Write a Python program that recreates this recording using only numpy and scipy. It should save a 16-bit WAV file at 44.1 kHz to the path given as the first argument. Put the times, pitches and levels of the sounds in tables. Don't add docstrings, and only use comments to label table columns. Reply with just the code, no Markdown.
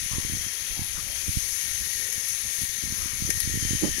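import sys
import numpy as np
from scipy import signal
from scipy.fft import rfft, irfft
from scipy.io import wavfile
from scipy.ndimage import uniform_filter1d

SR = 44100
rng = np.random.default_rng(int(sys.argv[2]) if len(sys.argv) > 2 else 0)


def to_wav(s):
    ch = np.atleast_2d(s).T
    pcm = np.round(np.clip(ch, -1, 1) * 32767)
    wavfile.write(sys.argv[1], SR, pcm.astype(np.int16))


N = 176400
T, HZ = np.arange(N) / SR, np.fft.rfftfreq(N, 1 / SR)
VALLEY_HZ = 8500


def amp(db):
    return 10 ** (np.asarray(db) / 20)


def unit_rms(x):
    return x / np.sqrt(np.mean(x ** 2) + 1e-20)


def spectrum(points):
    hz, db = np.transpose(points)
    return amp(np.interp(np.log(HZ + 1), np.log(hz + 1), db))


def curve(points, t=T):
    return np.interp(t, *np.transpose(points))


def noise(gain):
    return unit_rms(irfft(rfft(rng.standard_normal(N)) * gain, N))


def clicks(per_s, spread_db):
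    signs = (rng.random(N) < per_s / SR) * rng.choice([-1, 1], N)
    return signs * amp(spread_db * np.minimum(rng.exponential(1, N), 3))


def shifted(x, shift_hz):
    return (signal.hilbert(x) * np.exp(2j * np.pi * np.cumsum(shift_hz) / SR)).real


def stereo(x, left_db=0, right_db=0):
    return np.array([amp(left_db) * x, amp(right_db) * x])


def grip():
    level = [(0, -41), (.42, -37), (.55, -48.5), (.7, -39.5), (1.1, -40.5), (1.75, -40.5), (2.05, -46),
             (2.55, -45), (2.9, -39.5), (3.15, -38.5), (3.25, -36.5), (3.7, -33.5), (4, -34.5)]
    colour = [(15, -6.5), (35, -2.5), (75, -0.5), (130, -11.5), (250, -24), (500, -29), (1200, -45),
              (4000, -75)]
    creak_band = (HZ * np.exp(-HZ / 102)) ** 2
    creaks = unit_rms(irfft(rfft(clicks(per_s=28, spread_db=3.5)) * creak_band, N))
    lumps = unit_rms(amp(3.5 * noise(HZ < 14)))
    return amp(curve(level)) * lumps * (noise(spectrum(colour)) + amp(-6) * creaks)


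def push(t, hz, skew_rad):
    u = 2 * np.pi * hz * t
    return 1.27 * (np.sin(skew_rad) * (u ** 2 - 1) - np.cos(skew_rad) * 2 * u) / (1 + u ** 2) ** 2


def knocks(case_hz=90, case_decay_s=0.0061, wobble_s=0.011):
    hits = [(0.116, -25, 55), (.184, -17, 149), (.25, -24, 138), (.299, -24.5, 130), (0.324, -30, 149),
            (0.337, -22, 83), (0.467, -27.5, 102), (0.794, -21, 110), (.819, -21.5, 57.5), (0.979, -32, 64),
            (1.282, -24.5, 166), (1.293, -20, 68), (1.372, -14.5, 73), (2.181, -29, 80), (2.636, -25, 77.4),
            (2.839, -22.5, 123), (2.925, -23, 104), (3.06, -23.5, 116), (3.223, -20, 94),
            (3.251, -21.5, 59.5), (3.294, -22.5, 170), (3.476, -19.5, 99), (3.499, -22.5, 151),
            (3.539, -22, 95), (3.556, -21, 119), (3.575, -19.5, 139), (3.627, -21, 108),
            (3.652, -19.5, 122), (3.709, -17.5, 105), (3.734, -15.5, 126), (3.752, -18, 89.5)]
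    out = np.zeros(N)
    for (time_s, db, hz), (skew, before, after) in zip(hits, rng.standard_normal((len(hits), 3))):
        near = abs(T - time_s) < 0.08
        t = T[near] - time_s
        age_s = np.maximum(t, 0)
        wobble = push(t + wobble_s * (1 + abs(before) / 2), hz, before)
        wobble += push(t - wobble_s * (1 + abs(after) / 2), hz, after)
        ring = -amp(-2.5) * np.sin(2 * np.pi * case_hz * age_s) * np.exp(-age_s / case_decay_s)
        out[near] += amp(db) * (push(t, hz, 0.92 * skew) + amp(-12.5) * wobble + ring)
    rebound = 1j * HZ / (1j * HZ + 39.6)
    soft_finger = 1 / np.sqrt(1 + (HZ / 390) ** 6)
    return irfft(rfft(out) * rebound * soft_finger, N)


def rubs(rise_s=0.009, decay_s=0.015, slip_hz=290.5, slip_share=0.54):
    slides = [(3.294, -34.5), (3.841, -14.5), (3.876, -31), (3.984, -35)]
    colour = [(30, -19), (120, -6), (250, 2), (520, -7), (900, -20.5), (1500, -28), (8000, -60)]
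    envelope = sum(amp(db) * np.exp(-np.maximum((peak_s - T) / rise_s, (T - peak_s) / decay_s))
                   for peak_s, db in slides)
    pitch_hz = slip_hz * (1 + 0.26 * noise(HZ < slip_hz / 2))
    slip = unit_rms(np.sin(2 * np.pi * np.cumsum(pitch_hz) / SR))
    scrape = noise(spectrum(colour))
    return envelope * (np.sqrt(slip_share) * slip + np.sqrt(1 - slip_share) * scrape)


def laps(log_width=0.27):
    events = [(0.082, 0.22, -43, 1080, -0.1), (0.742, 0.17, -46.5, 830, 0.34),
              (0.956, 0.078, -39.5, 1262, .25), (1.054, 0.205, -51, 638, .1),
              (1.962, 0.357, -51, 450, 0.18), (2.924, 0.42, -46.5, 1267, 0.12)]
    out = np.zeros(N)
    for start_s, length_s, db, centre_hz, rise_octaves in events:
        progress = np.clip((T - start_s) / length_s, 0, 1)
        envelope = np.interp(progress, [0, 0.18, 1], [0, 1, 0])
        bubbles = noise(np.exp(-(np.log((HZ + 1) / centre_hz) / log_width) ** 2))
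        glide_hz = centre_hz * (2 ** (rise_octaves * (progress - 0.5)) - 1)
        out += amp(db) * envelope * shifted(bubbles, glide_hz)
    return stereo(out, right_db=-18.5)


def spits(rise_s=0.0014, fizz_decay_s=0.0015):
    events = [(2.124, -21.5, 0.011, 2), (2.284, -21, 0.0071, -8), (2.6137, -21.5, 0.0046, -11),
              (3.3023, -12, 0.0054, 6), (3.402, -12, 0.0024, -3)]
    colour = [(1400, -15), (1880, 1), (2600, -9), (4000, -13), (6100, 5.5), (7600, -7), (9000, -9),
              (10700, 12.5), (12500, -3), (15800, -14)]
    bursts, gain = np.zeros(N), spectrum(colour)
    for start_s, db, decay_s, body_db in events:
        age_s = np.maximum(T - start_s, 0)
        envelope = np.minimum(age_s / rise_s, 1) * np.exp(-np.maximum(age_s - rise_s, 0) / decay_s)
        bursts += amp(db) * envelope * noise(gain * amp(body_db * (HZ < VALLEY_HZ)))
    click_tail = rng.standard_normal(N) * np.exp(-T / fizz_decay_s)
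    fizz = unit_rms(irfft(rfft(clicks(per_s=260, spread_db=4.5)) * rfft(click_tail) * gain, N))
    return stereo(bursts + amp(-38) * fizz, right_db=-50)


def pipe_mode(hz, width_hz, db, swell, shift_hz=0):
    ring = noise(1 / (1 + (2 * (HZ - hz) / width_hz) ** 2))
    waver_hz = 19.96 * noise(HZ < 16)
    return amp(db + curve(swell)) * shifted(ring, shift_hz + waver_hz)


def pipe_resonances():
    # time_s, gain_db
    low = [(0, -2), (.72, -6), (1.03, -18), (1.5, -5), (2.02, 3.5), (2.31, -7), (2.55, 1), (3.27, -5),
           (3.31, 4), (3.92, 0), (3.96, 8.5)]
    second = [(0, 1.5), (.72, -0.5), (1.05, -10), (1.35, 2), (4, 0)]
    mid = [(0, -15), (.45, -7), (1.05, -16), (1.16, -4.5), (1.299, -15), (2.5, -31), (3.58, -9.5),
           (3.64, -2.5), (4, -5)]
    high = [(0, -2.5), (.9, -9), (1.6, -2), (3.55, -1.5), (3.73, 2.5), (4, -6)]
    drift = [(0, -30), (1, -150), (1.9, 90), (3.1, -69), (3.7, 88.5)]
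    left = pipe_mode(hz=1854, width_hz=120, db=-42, swell=low)
    left += pipe_mode(hz=2231, width_hz=95, db=-46.5, swell=second)
    left += pipe_mode(hz=3230, width_hz=92, db=-36.5, swell=mid, shift_hz=-33 * T)
    left += pipe_mode(hz=6390, width_hz=440, db=-33.5, swell=high, shift_hz=curve(drift))
    right = amp(-15.5) * pipe_mode(hz=1854, width_hz=120, db=-42, swell=low)
    return np.array([left, right])


def turbulence(colour, flow_top_hz=6500, treble_hz=8800, valley_width_hz=1400):
    flow = [(0, -42), (.35, -43.5), (.42, -42), (.57, -44), (1.2, -43.5), (1.35, -41.5), (2.2, -42),
            (3.1, -43), (4, -40.5)]
    treble = [(0, -36), (1.05, -37), (1.39, -33), (2.48, -34.5), (2.59, -31.5), (2.73, -34.5), (3.15, -35),
              (3.42, -33.3), (3.52, -35.5), (4, -34)]
    valley = [(0, 2.5), (.7, -3), (1, 0), (2.7, 0), (3.1, -2.5), (3.5, 1), (4, -0.5)]
    frames, hz = N // 64 + 9, np.fft.rfftfreq(256, 1 / SR)
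    t = np.arange(frames) * 64 / SR
    patches = uniform_filter1d(rng.standard_normal((frames, 129)), size=60, axis=0)
    patches = unit_rms(uniform_filter1d(patches, size=7, axis=1))
    flutter = unit_rms(uniform_filter1d(rng.standard_normal(frames), size=4))
    swell = unit_rms(uniform_filter1d(rng.standard_normal(frames), size=45))
    treble_band = np.clip((hz - flow_top_hz) / (treble_hz - flow_top_hz), 0, 1)
    flow_band = (1 - treble_band) * np.minimum(hz / 4000, 1)
    valley_band = np.exp(-((hz - VALLEY_HZ) / valley_width_hz) ** 2)
    flow_db, treble_db = curve(flow, t), curve(treble, t)
    gain_db = np.outer(flow_db - flow_db.mean(), flow_band)
    gain_db += np.outer(treble_db - treble_db.mean(), treble_band)
    gain_db += np.outer(curve(valley, t), valley_band)
    gain_db += patches + (0.4 * flutter + 0.36 * swell)[:, None]
    bands = signal.stft(noise(spectrum(colour)), nperseg=256, noverlap=192)[2]
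    bands *= amp(gain_db[:bands.shape[1]].T)
    return unit_rms(signal.istft(bands, nperseg=256, noverlap=192)[1][:N])


def suction_hiss():
    # freq_hz, relative_db
    left_colour = [(70, -22), (250, -24), (420, -18.5), (800, -25.5), (1500, -17), (1900, -9.5),
                   (2800, -11.5), (4600, -9.5), (5200, -9.5), (6000, -2.5), (6550, -2.5), (7100, -12),
                   (7600, -17), (8700, -11.5), (9400, -10.5), (10150, -2.5), (10850, -3), (11500, -7.5),
                   (12800, -14.5), (14500, -21)]
    right_colour = [(100, -20), (1100, -21.5), (1500, -9.5), (2300, -5), (3300, -11.5), (8700, -14.5),
                    (14800, -13), (15500, -28)]
    return np.array([amp(-27) * turbulence(left_colour), amp(-53) * turbulence(right_colour)])


def scene():
    pool = pipe_resonances() + suction_hiss() + spits() + laps()
    fingers = grip() + knocks() + rubs()
    return pool + stereo(fingers, left_db=-33)


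def record(dry):
    lowpass = signal.firwin(701, 15800, window=("kaiser", 9), fs=SR)
    return signal.oaconvolve(dry, lowpass[None], "same")


dry = scene()
out = record(dry)
to_wav(out)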